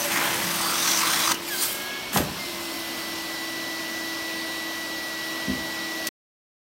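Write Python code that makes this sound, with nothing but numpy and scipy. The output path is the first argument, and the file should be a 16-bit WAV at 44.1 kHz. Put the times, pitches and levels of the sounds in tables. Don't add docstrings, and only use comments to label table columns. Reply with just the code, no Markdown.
import sys
import numpy as np
from scipy import signal
from scipy.fft import rfft, irfft, next_fast_len
from scipy.io import wavfile
from scipy.ndimage import uniform_filter1d, map_coordinates

SR = 44100
rng = np.random.default_rng(int(sys.argv[2]) if len(sys.argv) > 2 else 0)


def master(y):
    cut = np.clip(np.atleast_2d(y).T, -1, 1)
    pcm = np.round(cut * 32767)
    wavfile.write(sys.argv[1], SR, pcm.astype(np.int16))


N = 298116

# f/Hz, relative density/dB
DRONE_SPECTRUM = [(25, -33.5), (50, -9.5), (100, -9.5), (135, -7.5), (215, -0.5), (300, 2), (430, -5),
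                  (620, -3), (1200, -8), (3000, -4.5), (8000, -30)]
# f/Hz, T60/s
ROOM_T60 = [(60, 0.38), (150, 1), (1000, 0.48), (10000, 0.077)]
# t/s, level/dB
THUDS = [(2.135, -24), (5.468, -23.5)]
# f/Hz, relative level/dB, T60/s, swell time/s
BENCH_MODES = [(72, -7, .12, .045), (199.2, 1.5, 0.19, .018), (256, -3, 0.2, .03)]
# f/Hz, relative density/dB
AIR_SPECTRUM = [(250, -16.5), (450, -9.5), (900, 2.5), (1500, 0.5), (2300, -5.5), (4600, 2.5), (5700, 1),
                (6300, -2.5), (7800, -7.5), (9000, -5.5), (10000, -7), (11400, -6.5), (13000, -7),
                (15800, -11)]
# f/Hz, bandwidth/Hz, relative level/dB
PIPE_MODES = [(604, 47, -1), (1053, 98, -3), (2910, 690, -16.5), (3123, 94, -3), (3955, 450, -8),
              (4470, 130, -4), (5404, 150, -4.5)]
# t/s, f/Hz
LOADED_SPEED = [(0, 336.5), (.5, 338.4), (.9, 334.6), (1.32, 329.2), (3, 327.4), (3.4, 327.8), (3.9, 327.5),
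                (4.7, 326.4), (5.2, 324.9), (5.6, 325.6), (6.09, 325.3)]
# t/s, level/dB, relative level of the dull part/dB
SNAPS = [(.1174, -12, 0), (0.8886, -10, -9), (.914, -7, -15), (.9734, -6, -19.5), (1.1922, -9.5, -6),
         (1.3426, -13, -15), (2.1708, -3.5, -15.5), (6.069, -5, -38)]
# f/Hz, gain/dB
CRACK_RESPONSE = [(800, -34), (3500, -4), (6000, 0), (7500, -6.5), (15000, -7.5)]
# t/s, level/dB, f/Hz, T60/s
PLUG_KNOCKS = [(2.160, -8, 750, 0.022), (2.163, -16, 158, 0.052), (2.176, -23.5, 598, 0.16),
               (2.183, -25.5, 68, .15), (2.204, -10.5, 246, 0.033)]
# t/s, duration/s, first f/Hz, last f/Hz, level/dB, roughness, overtone weight
SQUEALS = [(1.335, .04, 2800, 3080, -33.5, 0.7, 0.2), (1.462, 0.0415, 2550, 2214, -34, .5, 0.88),
           (1.495, .075, 1760, 1506, -29, 0.2, 0.58), (1.55, 0.12, 1540, 1643, -36, 1.1, .85),
           (1.675, 0.044, 3000, 3260, -34, .4, 0), (1.69, .35, 1626, 1690, -35.5, .03, 0.1)]
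# peak t/s, duration/s, f/Hz, bandwidth/Hz, level/dB
SQUELCHES = [(.008, 0.054, 6070, 380, -30.5), (.03, 0.065, 580, 60, -36), (.18, 0.12, 1960, 1050, -29.5),
             (0.474, 0.048, 180, 50, -34.5), (.64, 0.15, 8650, 1300, -37), (0.67, 0.086, 4630, 650, -33),
             (0.69, 0.14, 1290, 400, -33), (.9, 0.11, 5930, 950, -28.5), (1.61, .07, 4470, 800, -34.5),
             (1.628, 0.02, 9000, 1600, -26.5), (1.93, 0.43, 3190, 600, -44.5)]
# f/Hz, relative density/dB
GURGLE_SPECTRUM = [(60, -17), (180, 4), (330, -8), (550, -3), (1100, 1), (2200, -1), (3200, -4),
                   (4500, -13), (7000, -15.5), (15000, -29)]
SPRAY_SPECTRUM = [(300, -25.5), (750, -10), (1080, 4), (1500, 0), (3000, -4), (3750, -0.5), (4700, -3.5),
                  (5400, 0), (6400, 0.5), (6900, -7), (9600, -6.5), (11000, -17), (15800, -14.5)]
HISS_SPECTRUM = [(1500, -8), (4400, -2), (6500, -3), (8000, 0.5), (9300, 1), (11000, 0), (12600, 1.5),
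                 (15800, -4)]
# t/s at full strength, rise constant/s, hold/s, fall constant/s, gurgle/dB, spray/dB, hiss/dB
SURGES = [(0, .01, 1.32, 0.03, -37, -34, -31.5), (0.118, .018, 0.13, 0.27, -27.5, -48, -38),
          (0.904, .3, 0.4, 0.006, -37.5, -25, -37.5), (1.318, .008, .004, 0.0029, -26, -19.5, -31.5),
          (1.628, 0.097, .005, 0.11, -42, -39, -24.5), (2.134, .005, 0.036, 0.044, -36.5, -50.5, -28.5),
          (2.165, .013, .018, 0.034, -28, -37.5, -30)]

BLOCK_S, CLEAR_S = 1.33, 2.37
SLIP_S, RELOAD_S = 2.13, 2.23


def amp(db):
    return 10 ** (np.asarray(db) / 20)


def unit(x):
    return x / np.sqrt(np.mean(x ** 2) + 1e-20)


def along(points, hz):
    f, v = np.transpose(points)
    return np.interp(np.log(hz + 1), np.log(f + 1), v)


def clock():
    return np.arange(N) / SR


def swell(start, rise, hold, fall):
    t = clock() - start
    return np.exp(np.minimum(t, 0) / rise - np.maximum(t - hold, 0) / fall)


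def step(x):
    return .5 + .5 * np.tanh(x)


def wobble(rate):
    return map_coordinates(rng.standard_normal(int(N * rate / SR) + 4), [clock() * rate])


def filtered(x, response):
    m = next_fast_len(N + SR // 2)
    return irfft(rfft(x, m) * response(np.fft.rfftfreq(m, 1 / SR)), m)[:N]


def shaped(x, spectrum):
    return filtered(x, lambda hz: amp(along(spectrum, hz)))


def add(track, s, sound):
    part = track[round(s * SR):][:len(sound)]
    part += sound[:len(part)]


def turbulence(patchy_db):
    spectra = signal.stft(rng.standard_normal(N), nperseg=512)[2]
    patches = uniform_filter1d(rng.standard_normal(spectra.shape), size=5, axis=0)
    patches = unit(uniform_filter1d(patches, size=12, axis=1))
    return unit(signal.istft(spectra * amp(patchy_db * patches), nperseg=512)[1][:N])


def wet_flow(spectrum, drops_per_s, drops_db, sputter_db):
    drops = (rng.random(N) < drops_per_s / SR) * rng.uniform(-1, 1, N)
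    flow = turbulence(patchy_db=2.5) + amp(drops_db) * unit(drops)
    return unit(shaped(flow, spectrum) * amp(sputter_db * np.tanh(wobble(190))))


def soft_ring(hz, t, splat_db):
    band = signal.butter(2, [0.74 * hz, 1.5 * hz], "bandpass", fs=SR, output="sos")
    splat = unit(signal.sosfilt(band, rng.standard_normal(len(t))))
    return np.sin(2 * np.pi * hz * t) + amp(splat_db) * splat


def workshop_drone():
    return amp(-37.5 + .5 * wobble(2.7)) * unit(shaped(turbulence(patchy_db=1), DRONE_SPECTRUM))


def reverberation(x):
    hz, t, spectra = signal.stft(rng.standard_normal(SR // 2), SR, nperseg=256)
    decay = amp(-60 * t / along(ROOM_T60, hz)[:, None])
    tail = signal.istft(spectra * decay, SR, nperseg=256)[1]
    return signal.fftconvolve(x, tail / np.linalg.norm(tail))[:N]


def tap():
    t, fade_db_per_s = clock() - CLEAR_S, 7.5
    envelope = amp(-38.5 - fade_db_per_s * t) * step(t / 0.32)
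    return envelope * wet_flow(HISS_SPECTRUM, drops_per_s=2100, drops_db=-8, sputter_db=2.2)


def bench_thuds():
    out, t = np.zeros(N), np.arange(SR // 2) / SR
    for s, db in THUDS:
        for hz, mode_db, t60, swell_s in BENCH_MODES:
            attack = np.minimum(t / swell_s, 1) ** 2
            decay = amp(db + mode_db - 60 * np.maximum(t - swell_s, 0) / t60)
            add(out, s, attack * decay * soft_ring(hz, t, splat_db=-6.5))
    return out


def airflow():
    def pipe_response(f):
        return sum((-1) ** k * amp(db) * 1j * f * width / (hz * hz - f * f + 1j * f * width)
                   for k, (hz, width, db) in enumerate(PIPE_MODES))

    throttled = step((CLEAR_S - clock()) / 0.023)
    choked = swell(BLOCK_S, rise=.05, hold=.05, fall=0.087)
    hollow = unit(filtered(rng.standard_normal(N), pipe_response))
    flow_db = -37 - 2 * throttled - 3.5 * choked + .16 * wobble(11)
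    rush = unit(shaped(turbulence(patchy_db=1.37), AIR_SPECTRUM))
    return amp(flow_db) * (rush + amp(-3.5) * hollow)


def turbine():
    t = clock()
    blades, idle_hz, race_hz, hum_limit_hz = 6, 326.5, 46.9, 355.3
    spin_up = 1 - np.exp(-np.maximum(np.minimum(t, RELOAD_S) - BLOCK_S, 0) / .37)
    spin_down = np.exp(-np.maximum(t - RELOAD_S, 0) / .28)
    shaft_hz = np.interp(t, *np.transpose(LOADED_SPEED)) + race_hz * spin_up * spin_down
    angle = 2 * np.pi * np.cumsum(shaft_hz * (1 + .0005 * wobble(14))) / SR

    def harmonic(order, waver):
        eddies = 1 + waver * (wobble(16) + 1j * wobble(16))
        return np.sqrt(2) * np.real(np.exp(1j * order * angle) * eddies)

    def smothered(until):
        return amp(-11.5 * swell(SLIP_S, rise=.02, hold=until - SLIP_S, fall=.006))

    hum_db = -41 - 8.5 * step((shaft_hz - hum_limit_hz) / 4)
    hum = amp(hum_db) * harmonic(1, waver=0.099)
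    muffled = np.exp(-np.maximum(t - CLEAR_S, 0) / 0.51)
    flare = np.exp(-((t - 2.42) / .042) ** 2)
    whine_db = -35.5 + 0.4017 * (shaft_hz - idle_hz) - 22.5 * muffled + 10.5 * flare
    whine = (harmonic(blades, waver=0.056)
             + amp(-12) * harmonic(2 * blades, waver=0.19)
             + amp(-13.5) * harmonic(2, waver=0.25))
    return hum * smothered(until=CLEAR_S + 0.083) + amp(whine_db) * whine * smothered(until=CLEAR_S)


def snaps():
    bright, dull, t = np.zeros(N), np.zeros(N), np.arange(SR // 16) / SR
    attack_s, t60 = .0006, .045
    for s, db, dull_db in SNAPS:
        envelope = amp(db - 7 - 60 * t / t60) * (1 - np.exp(-t / attack_s))
        burst = envelope * rng.standard_normal(len(t))
        add(bright, s, burst)
        add(dull, s, burst * amp(dull_db))
    return shaped(bright, CRACK_RESPONSE) + shaped(dull, GURGLE_SPECTRUM)


def plug_knocks():
    out, t = np.zeros(N), np.arange(SR // 3) / SR
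    for s, db, hz, t60 in PLUG_KNOCKS:
        attack = 1 - np.exp(-t * hz / .32)
        add(out, s, attack * amp(db - 60 * t / t60) * soft_ring(hz, t, splat_db=-4))
    return out


def squeals():
    out = np.zeros(N)
    flutter = .045 * wobble(600) + .025 * wobble(90)
    shake_db = 4 * np.tanh(wobble(80))
    for s, length, first_hz, last_hz, db, rough, overtones in SQUEALS:
        progress = (clock() - s) / length
        on = (progress > 0) & (progress < 1)
        pitch_hz = first_hz * (last_hz / first_hz) ** progress[on] * (1 + rough * flutter[on])
        angle = 2 * np.pi * np.cumsum(pitch_hz) / SR
        rolloff = np.clip(overtones, 1e-3, 1)
        tone = sum(rolloff ** np.log2(k) * k ** -.3 * np.sin(k * angle) for k in np.arange(1, 7))
        out[on] += amp(db + rough * shake_db[on]) * np.sin(np.pi * progress[on]) * tone
    return out


def squelches():
    out = np.zeros(N)
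    for s, length, hz, width_hz, db in SQUELCHES:
        band = filtered(rng.standard_normal(N), lambda f: 1 / (1 + (2 * (f - hz) / width_hz) ** 4))
        out += amp(db) * np.exp(-2 * ((clock() - s) / length) ** 2) * unit(band)
    return out


def slurp():
    power = sum(np.outer(amp(levels_db), swell(s, rise, hold, fall)) ** 2
                for s, rise, hold, fall, *levels_db in SURGES)
    gurgle, spray, hiss = np.sqrt(power)
    flow = (gurgle * wet_flow(GURGLE_SPECTRUM, drops_per_s=500, drops_db=-3.5, sputter_db=1.5)
            + spray * wet_flow(SPRAY_SPECTRUM, drops_per_s=1500, drops_db=-7, sputter_db=3.1)
            + hiss * wet_flow(HISS_SPECTRUM, drops_per_s=3100, drops_db=-7, sputter_db=2))
    return flow * amp(0.93 * np.tanh(wobble(65)))


def scene():
    blows = plug_knocks() + bench_thuds() + snaps()
    wet = slurp() + squelches() + squeals()
    direct = workshop_drone() + turbine() + airflow() + tap() + wet + blows
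    mono = direct + reverberation(amp(-11.5) * blows + amp(-12) * wet)
    return np.array([mono, mono])


def record(dry):
    end_s, top_hz = 6.091, 15900
    gate = np.clip((end_s - clock()) / .003, 0, 1)
    lean = signal.sosfilt(signal.butter(3, 42, "highpass", fs=SR, output="sos"), dry)
    dip = lambda hz: amp(-5.5 * np.exp(-((hz - 10480) / 380) ** 2))
    low_pass = lambda hz: step((top_hz - hz) / 60)
    return np.array([filtered(side * gate, lambda hz: dip(hz) * low_pass(hz)) for side in lean])


dry = scene()
out = record(dry)
master(out)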